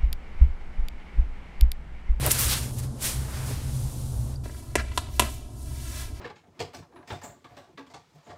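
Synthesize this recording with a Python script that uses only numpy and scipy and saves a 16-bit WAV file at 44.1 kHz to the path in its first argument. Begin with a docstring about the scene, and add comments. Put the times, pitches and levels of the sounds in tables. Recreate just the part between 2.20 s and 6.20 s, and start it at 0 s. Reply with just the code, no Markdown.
"""A low, wavering hum fills a small room throughout. A journal is pushed into place on a desk: paper
friction hisses and rasps, its edge ticks. Fingers rub off the cover and the hand slides away.
A faint treble hiss starts abruptly; from there all is heard doubled, 3 ms apart, and hollow.
A plastic pen is set down on the cover in three clicks, with lighter contacts around them;
each knocks cover, barrel and desk. Last, the hand brushes off again."""
import sys
import numpy as np
from scipy import signal
from scipy.fft import rfft, irfft, next_fast_len
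from scipy.io import wavfile
from scipy.ndimage import map_coordinates

SR = 44100
rng = np.random.default_rng(int(sys.argv[2]) if len(sys.argv) > 2 else 0)


def materialize(psi):
    """Save the field psi as 16-bit PCM at rate SR to the path in sys.argv[1].

    A 1-D psi becomes a single channel; in a 2-D psi each row is a channel.
    """
    bounded = np.clip(np.atleast_2d(psi).T, -1, 1)
    quanta = np.round(bounded * 32767).astype(np.int16)
    wavfile.write(sys.argv[1], SR, quanta)


N = 176400
DOUBLE_FROM_S, DOUBLE_LAG_S = 2.236, 0.003

# hum partials (frequency [Hz], relative level [dB])
HUM_PARTIALS = [(64.5, -7), (129, -7)]
# rumble spectrum (frequency [Hz], gain [dB])
RUMBLE_SPECTRUM = [(10, -39), (25, -1.5), (45, -5.5), (64, 3), (78, 0), (100, 0), (130, 3), (140, -7),
                   (150, -12), (260, -61)]
# envelope of hum and rumble (time [s], relative level [dB])
BASS_ENVELOPE = [(0.0, -24.5), (0.12, -25), (0.14, -34.5), (0.25, -26), (0.43, -33.5), (0.71, -28),
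                 (0.75, -39), (1.01, -27), (1.04, -32.5), (1.66, -28.5), (1.73, -36), (1.81, -29),
                 (2.01, -29), (2.42, -39.5), (2.63, -30.5), (2.66, -34), (3.91, -37.5), (3.93, -34)]
# room air spectrum (frequency [Hz], gain [dB])
AIR_SPECTRUM = [(100, 1), (170, -2), (230, 2), (320, -6.5), (450, -9.5), (1000, -16), (1500, -25.5),
                (2300, -37.5), (4000, -29.5), (9500, -26.5), (12000, -31), (15500, -64)]
# room air envelope (time [s], level [dB])
AIR_ENVELOPE = [(0, -39.5), (1.3, -41.5), (2.12, -42), (2.18, -47), (2.3, -48), (4, -48.5)]
# faint treble hiss that starts abruptly with the doubling, before the pen lands
# (time [s], relative hiss level [dB], relative rasp level [dB])
HISS_RETURN = [(2.238, -56, -60), (2.44, -55.5, -66), (2.54, -62, -66)]

# decay of desk-top scatter and of the room (frequency [Hz], T60 [s])
DESK_DECAY = [(200, 0.038), (1000, 0.043), (4000, 0.089), (9000, 0.059), (16000, 0.037)]
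ROOM_DECAY = [(200, .35), (1000, 0.37), (3000, 0.82), (9000, 0.38), (16000, 0.13)]
# colour of the same two tails (frequency [Hz], gain [dB])
DESK_COLOUR = [(200, -2), (1000, -6), (3000, -8), (8000, -6), (15000, -11)]
ROOM_COLOUR = [(200, -3), (1000, -14), (3000, -19), (8000, -11), (15000, -11)]

# hiss, rasp, sheen under pressure (frequency [Hz], gain [dB])
HISS_SPECTRUM = [(1500, -20), (3500, -5.5), (5500, -3.5), (7300, -1), (9300, 1.5), (12000, -4),
                 (15500, -10)]
RASP_SPECTRUM = [(250, -3), (600, -2), (1200, 1), (2000, 1), (3500, -1), (5500, -1), (10000, -15)]
SHEEN_SPECTRUM = [(7000, -30), (11000, -9), (13500, 2), (16000, -7)]
# paper friction strokes (time [s], relative hiss level [dB], relative rasp level [dB])
JOURNAL_SLIDE = [(0.13, -30, -34), (0.178, -34.5, -33.5), (0.192, -27, -31), (0.282, -30.5, -35),
                 (0.316, -27.5, -30), (0.51, -48, -51), (0.528, -50.5, -79), (0.594, -43.5, -51),
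                 (0.616, -51, -54), (0.638, -44.5, -52), (0.68, -63, -62)]
FINGER_RUB = [(0.79, -58, -57), (0.826, -32, -41), (0.86, -28.5, -34), (0.976, -44.5, -47.5),
              (1.072, -49.5, -54), (1.166, -46, -45), (1.24, -46, -52), (1.296, -42, -43.5),
              (1.402, -51, -48.5), (1.566, -46.5, -55), (2.04, -52, -67), (2.13, -56.5, -59)]
HAND_WITHDRAW = [(3.3, -68, -87), (3.42, -52.5, -73), (3.47, -53.5, -58.5), (3.816, -43, -42.5),
                 (3.934, -66, -59), (3.97, -67, -54)]
# brushes, bumps, one squeak (time [s], rise [s], fall [s], level [dB], centre [Hz], width [oct])
SCUFFS = [(.07, 0.027, 0.02, -28.5, 444, 1), (.06, 0.042, 0.044, -32, 2200, 1.17),
          (.08, 0.076, 0.15, -33, 9700, 0.34), (.116, 0.004, 0.0067, -16, 10200, 0.54),
          (0.113, 0.0075, .007, -20, 2700, 3.5), (.325, 0.028, 0.028, -29.5, 3850, 0.4),
          (.59, .003, 0.0045, -39.5, 9000, .6), (.86, .025, 0.04, -37.5, 3030, 0.85),
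          (1.19, 0.16, 0.14, -45.5, 1000, 0.92), (1.304, 0.0069, 0.017, -40, 400, 0.7),
          (2.159, 0.0016, .005, -47.5, 4680, 0.056), (2.594, 0.017, 0.019, -35.5, 1620, 0.55),
          (2.595, .02, 0.015, -45.5, 4470, 0.39), (2.70, 0.086, 0.15, -55, 2037, .9),
          (2.765, 0.026, 0.043, -52, 7600, 0.62), (2.86, 0.1, 0.027, -59.5, 2593, .9),
          (2.97, 0.048, 0.022, -51, 5556, 1.5), (3.025, 0.021, 0.041, -38, 700, 1.75),
          (3.12, 0.076, 0.059, -50.5, 7600, 0.75)]
# snaps of the journal's edge (time [s], level [dB], centre [Hz], width [oct])
EDGE_TICKS = [(0.0643, 8, 12700, 0.51), (.130, 0, 10000, 0.3), (.2284, -6.5, 10000, 0.8),
              (.587, -15, 8000, 1.4), (2.142, -25, 2960, 1.5)]

# pen and finger contacts (time [s], level [dB], cover pitch [Hz], cover gain [dB],
# barrel pitch [Hz], barrel gain [dB], click cutoff [Hz], thump gain [dB])
PEN_TAPS = [(2.2575, -22, 516, 21.5, 1650, 4, 2034, -18), (2.296, -30, 480, 25, 1630, 15.5, 2000, -26),
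            (2.346, -39, 600, 18, 1480, 18, 2000, -30), (2.5550, -2.5, 546, 21.5, 2040, 12.5, 8940, -21.5),
            (2.717, -26, 900, 15.5, 3000, 4, 4200, -36), (2.7759, -7, 920, 20, 3440, 11, 11000, -55),
            (2.886, -30, 700, 22, 2500, 3, 4000, -30), (2.9959, 2.5, 830, 16, 2850, 9.5, 14100, -23),
            (3.0215, -12.5, 595, 20.5, 2670, 10, 10000, -18)]
# contact click spectrum (frequency [Hz], relative gain [dB])
CLICK_SPECTRUM = [(100, -11.5), (300, 7), (1500, -3), (4000, -2), (6000, -1), (8500, 4), (11000, 3.5),
                  (16000, -5)]


def amp(db):
    """Decibels to gain."""
    return 10 ** (np.asarray(db) / 20)


def unit_rms(x):
    """Scale to rms 1."""
    return x / np.sqrt(np.mean(x ** 2) + 1e-20)


def at_hz(points, hz):
    """Interpolate (frequency, value) points on a log axis."""
    knots_hz, values = np.transpose(points)
    return np.interp(np.log(hz + 1), np.log(knots_hz + 1), values)


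def bell(hz, centre_hz, width_oct):
    """Gain of a Gaussian band."""
    return np.exp(-0.5 * (np.log2((hz + 1) / centre_hz) / width_oct) ** 2)


def clock():
    """Sample times [s]."""
    return np.arange(N) / SR


def envelopes(rows):
    """One per-sample curve for each column after the time."""
    times_s, *columns = np.transpose(rows)
    return [np.interp(clock(), times_s, column) for column in columns]


def wobble(rate_hz):
    """Smooth random curve, rate_hz knots a second."""
    return map_coordinates(rng.standard_normal(4096), [clock() * rate_hz], mode="mirror")


def filtered(x, response):
    """Apply a frequency response."""
    size = next_fast_len(N + SR // 2)
    return irfft(rfft(x, size) * response(np.fft.rfftfreq(size, 1 / SR)), size)[..., :N]


def noise(spectrum, grain=0):
    """Coloured noise, rms 1; grain makes it spiky like catching fibres."""
    white, spikes = rng.standard_normal((2, N))
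    return unit_rms(filtered(white * np.exp(grain * spikes), lambda hz: amp(at_hz(spectrum, hz))))


def pulse(response, size=8192):
    """Minimum-phase pulse with the given magnitude response."""
    gain = response(np.fft.rfftfreq(size, 1 / SR))
    cepstrum = irfft(np.log(np.maximum(gain, 1e-6)))
    cepstrum[1:size // 2] *= 2
    cepstrum[size // 2 + 1:] = 0
    return irfft(np.exp(rfft(cepstrum)))


def room_tone(swing_db=5, drift_rad=0.8, rumble_db=-2.5, doubled_trim_db=-2):
    """Wavering hum, low rumble and room air."""
    t = clock()
    bass_db, = envelopes(BASS_ENVELOPE)
    air_db, = envelopes(AIR_ENVELOPE)
    hum = np.zeros(N)
    for hz, db in HUM_PARTIALS:
        swing = amp(swing_db * wobble(5.3))
        phase = 2 * np.pi * hz * t + drift_rad * wobble(11)
        hum += amp(db) * unit_rms(swing * np.sin(phase))
    rumble = amp(rumble_db) * noise(RUMBLE_SPECTRUM)
    bass_gain = amp(bass_db + doubled_trim_db * (t > DOUBLE_FROM_S))
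    return bass_gain * (hum + rumble) + amp(air_db) * noise(AIR_SPECTRUM)


def reverb(x, decay, colour, delay_s):
    """Diffuse tail; each frequency dies at its own rate."""
    hz, t, spectra = signal.stft(rng.standard_normal(SR // 2), SR, nperseg=128)
    fade = np.exp(-np.log(1000) * t / at_hz(decay, hz)[:, None])
    tail = signal.istft(spectra * fade, SR)[1]
    tail = np.pad(tail / np.linalg.norm(tail), (int(delay_s * SR), 0))
    wet = signal.fftconvolve(x, tail)[:N]
    return signal.fftconvolve(wet, pulse(lambda f: amp(at_hz(colour, f))))[:N]


def hiss_and_rasp(rows, hiss_trim_db, rasp_trim_db, grain, fade_s, flutter_db):
    """Grainy hiss over a rasp; brighter when louder, like paper pressed harder."""
    t = clock()
    hiss_db, rasp_db = envelopes(rows)
    inside_s = np.minimum(t - rows[0][0], rows[-1][0] - t)
    gate = np.clip(inside_s / fade_s + 1, 0, 1)
    pressure_db = hiss_db + 32  # 0 at a firm push
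    sheen = amp(-47 + 4.2 * pressure_db) * noise(SHEEN_SPECTRUM, grain)
    hiss = amp(hiss_db + hiss_trim_db) * noise(HISS_SPECTRUM, grain)
    rasp = amp(rasp_db + rasp_trim_db) * noise(RASP_SPECTRUM, grain)
    return gate * amp(flutter_db * wobble(70)) * (hiss + rasp + sheen)


def scuffs(grain=0.8, skirt_db=-32):
    """Brief catches of paper, skin and pen, each a swell of band noise."""
    out, t = np.zeros(N), clock()
    hz = np.geomspace(100, SR / 2, 200)
    for peak_s, rise_s, fall_s, db, centre_hz, width_oct in SCUFFS:
        band_db = 20 * np.log10(bell(hz, centre_hz, width_oct) + amp(skirt_db))
        from_peak = (t - peak_s) / np.where(t < peak_s, rise_s, fall_s)
        swell = np.exp(1 - np.sqrt(1 + 2 * from_peak ** 2))
        out += amp(db) * swell * noise(np.transpose([hz, band_db]), grain)
    return out


def edge_ticks(size=8192):
    """The journal's edge catches and lets go in single snaps."""
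    out = np.zeros(N + size)
    for time_s, db, centre_hz, width_oct in EDGE_TICKS:
        snap = pulse(lambda hz: bell(hz, centre_hz, width_oct) + 0.01)
        out[round(time_s * SR):][:size] += amp(db) * snap
    return out[:N]


def pen_taps(thump_hz=218, thump_t60_s=0.063, click_trim_db=3, lag_1khz_s=0.00032, size=8192):
    """Each contact: a click, dead resonances of cover and barrel, a desk thump."""
    out, t = np.zeros(N + size), np.arange(size) / SR
    thump = np.sin(2 * np.pi * thump_hz * t) * np.exp(-np.log(1000) * t / thump_t60_s)
    for time_s, db, cover_hz, cover_db, barrel_hz, barrel_db, cutoff_hz, thump_db in PEN_TAPS:
        def contact(hz):
            click = amp(click_trim_db + at_hz(CLICK_SPECTRUM, hz)) / np.hypot(1, (hz / cutoff_hz) ** 4)
            cover = amp(cover_db) * bell(hz, cover_hz, width_oct=0.5)
            barrel = amp(barrel_db) * bell(hz, barrel_hz, width_oct=0.33)
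            return click + cover + barrel
        out[round(time_s * SR):][:size] += amp(db) * (pulse(contact) + amp(thump_db) * thump)
    # bending waves in the desk smear each tap: treble runs faster
    return filtered(out[:N], lambda hz: np.exp(-4j * np.pi * lag_1khz_s * np.sqrt(1000 * hz)))


def scene():
    """Impacts with their tails, friction, faint hiss and room tone; mono on two channels."""
    hits = pen_taps() + edge_ticks()
    desk = reverb(hits, DESK_DECAY, DESK_COLOUR, delay_s=0.001)
    room = reverb(hits, ROOM_DECAY, ROOM_COLOUR, delay_s=0.006)
    journal = hiss_and_rasp(JOURNAL_SLIDE, hiss_trim_db=0.5, rasp_trim_db=0.5,
                            grain=0.5, fade_s=0.04, flutter_db=1)
    fingers = hiss_and_rasp(FINGER_RUB, hiss_trim_db=1.5, rasp_trim_db=0.5,
                            grain=0.22, fade_s=0.038, flutter_db=0.1)
    hiss_return = hiss_and_rasp(HISS_RETURN, hiss_trim_db=-1.5, rasp_trim_db=4,
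                                grain=0.18, fade_s=0.0029, flutter_db=1.5)
    withdraw = hiss_and_rasp(HAND_WITHDRAW, hiss_trim_db=-1.5, rasp_trim_db=-2,
                             grain=0.27, fade_s=0.15, flutter_db=0.1)
    mono = hits + desk + room + journal + fingers + hiss_return + withdraw + scuffs() + room_tone()
    return np.array([mono, mono])


def record(dry, top_hz=15700):
    """A delayed copy joins for the pen part (hollow comb); steep low-pass throughout."""
    delayed = filtered(dry, lambda hz: np.exp(-2j * np.pi * hz * DOUBLE_LAG_S))
    fade_in = np.clip((clock() - DOUBLE_FROM_S) / DOUBLE_LAG_S, 0, 1)
    return filtered(dry + fade_in * delayed, lambda hz: 1 / (1 + (hz / top_hz) ** 120))


dry = scene()
out = record(dry)
materialize(out)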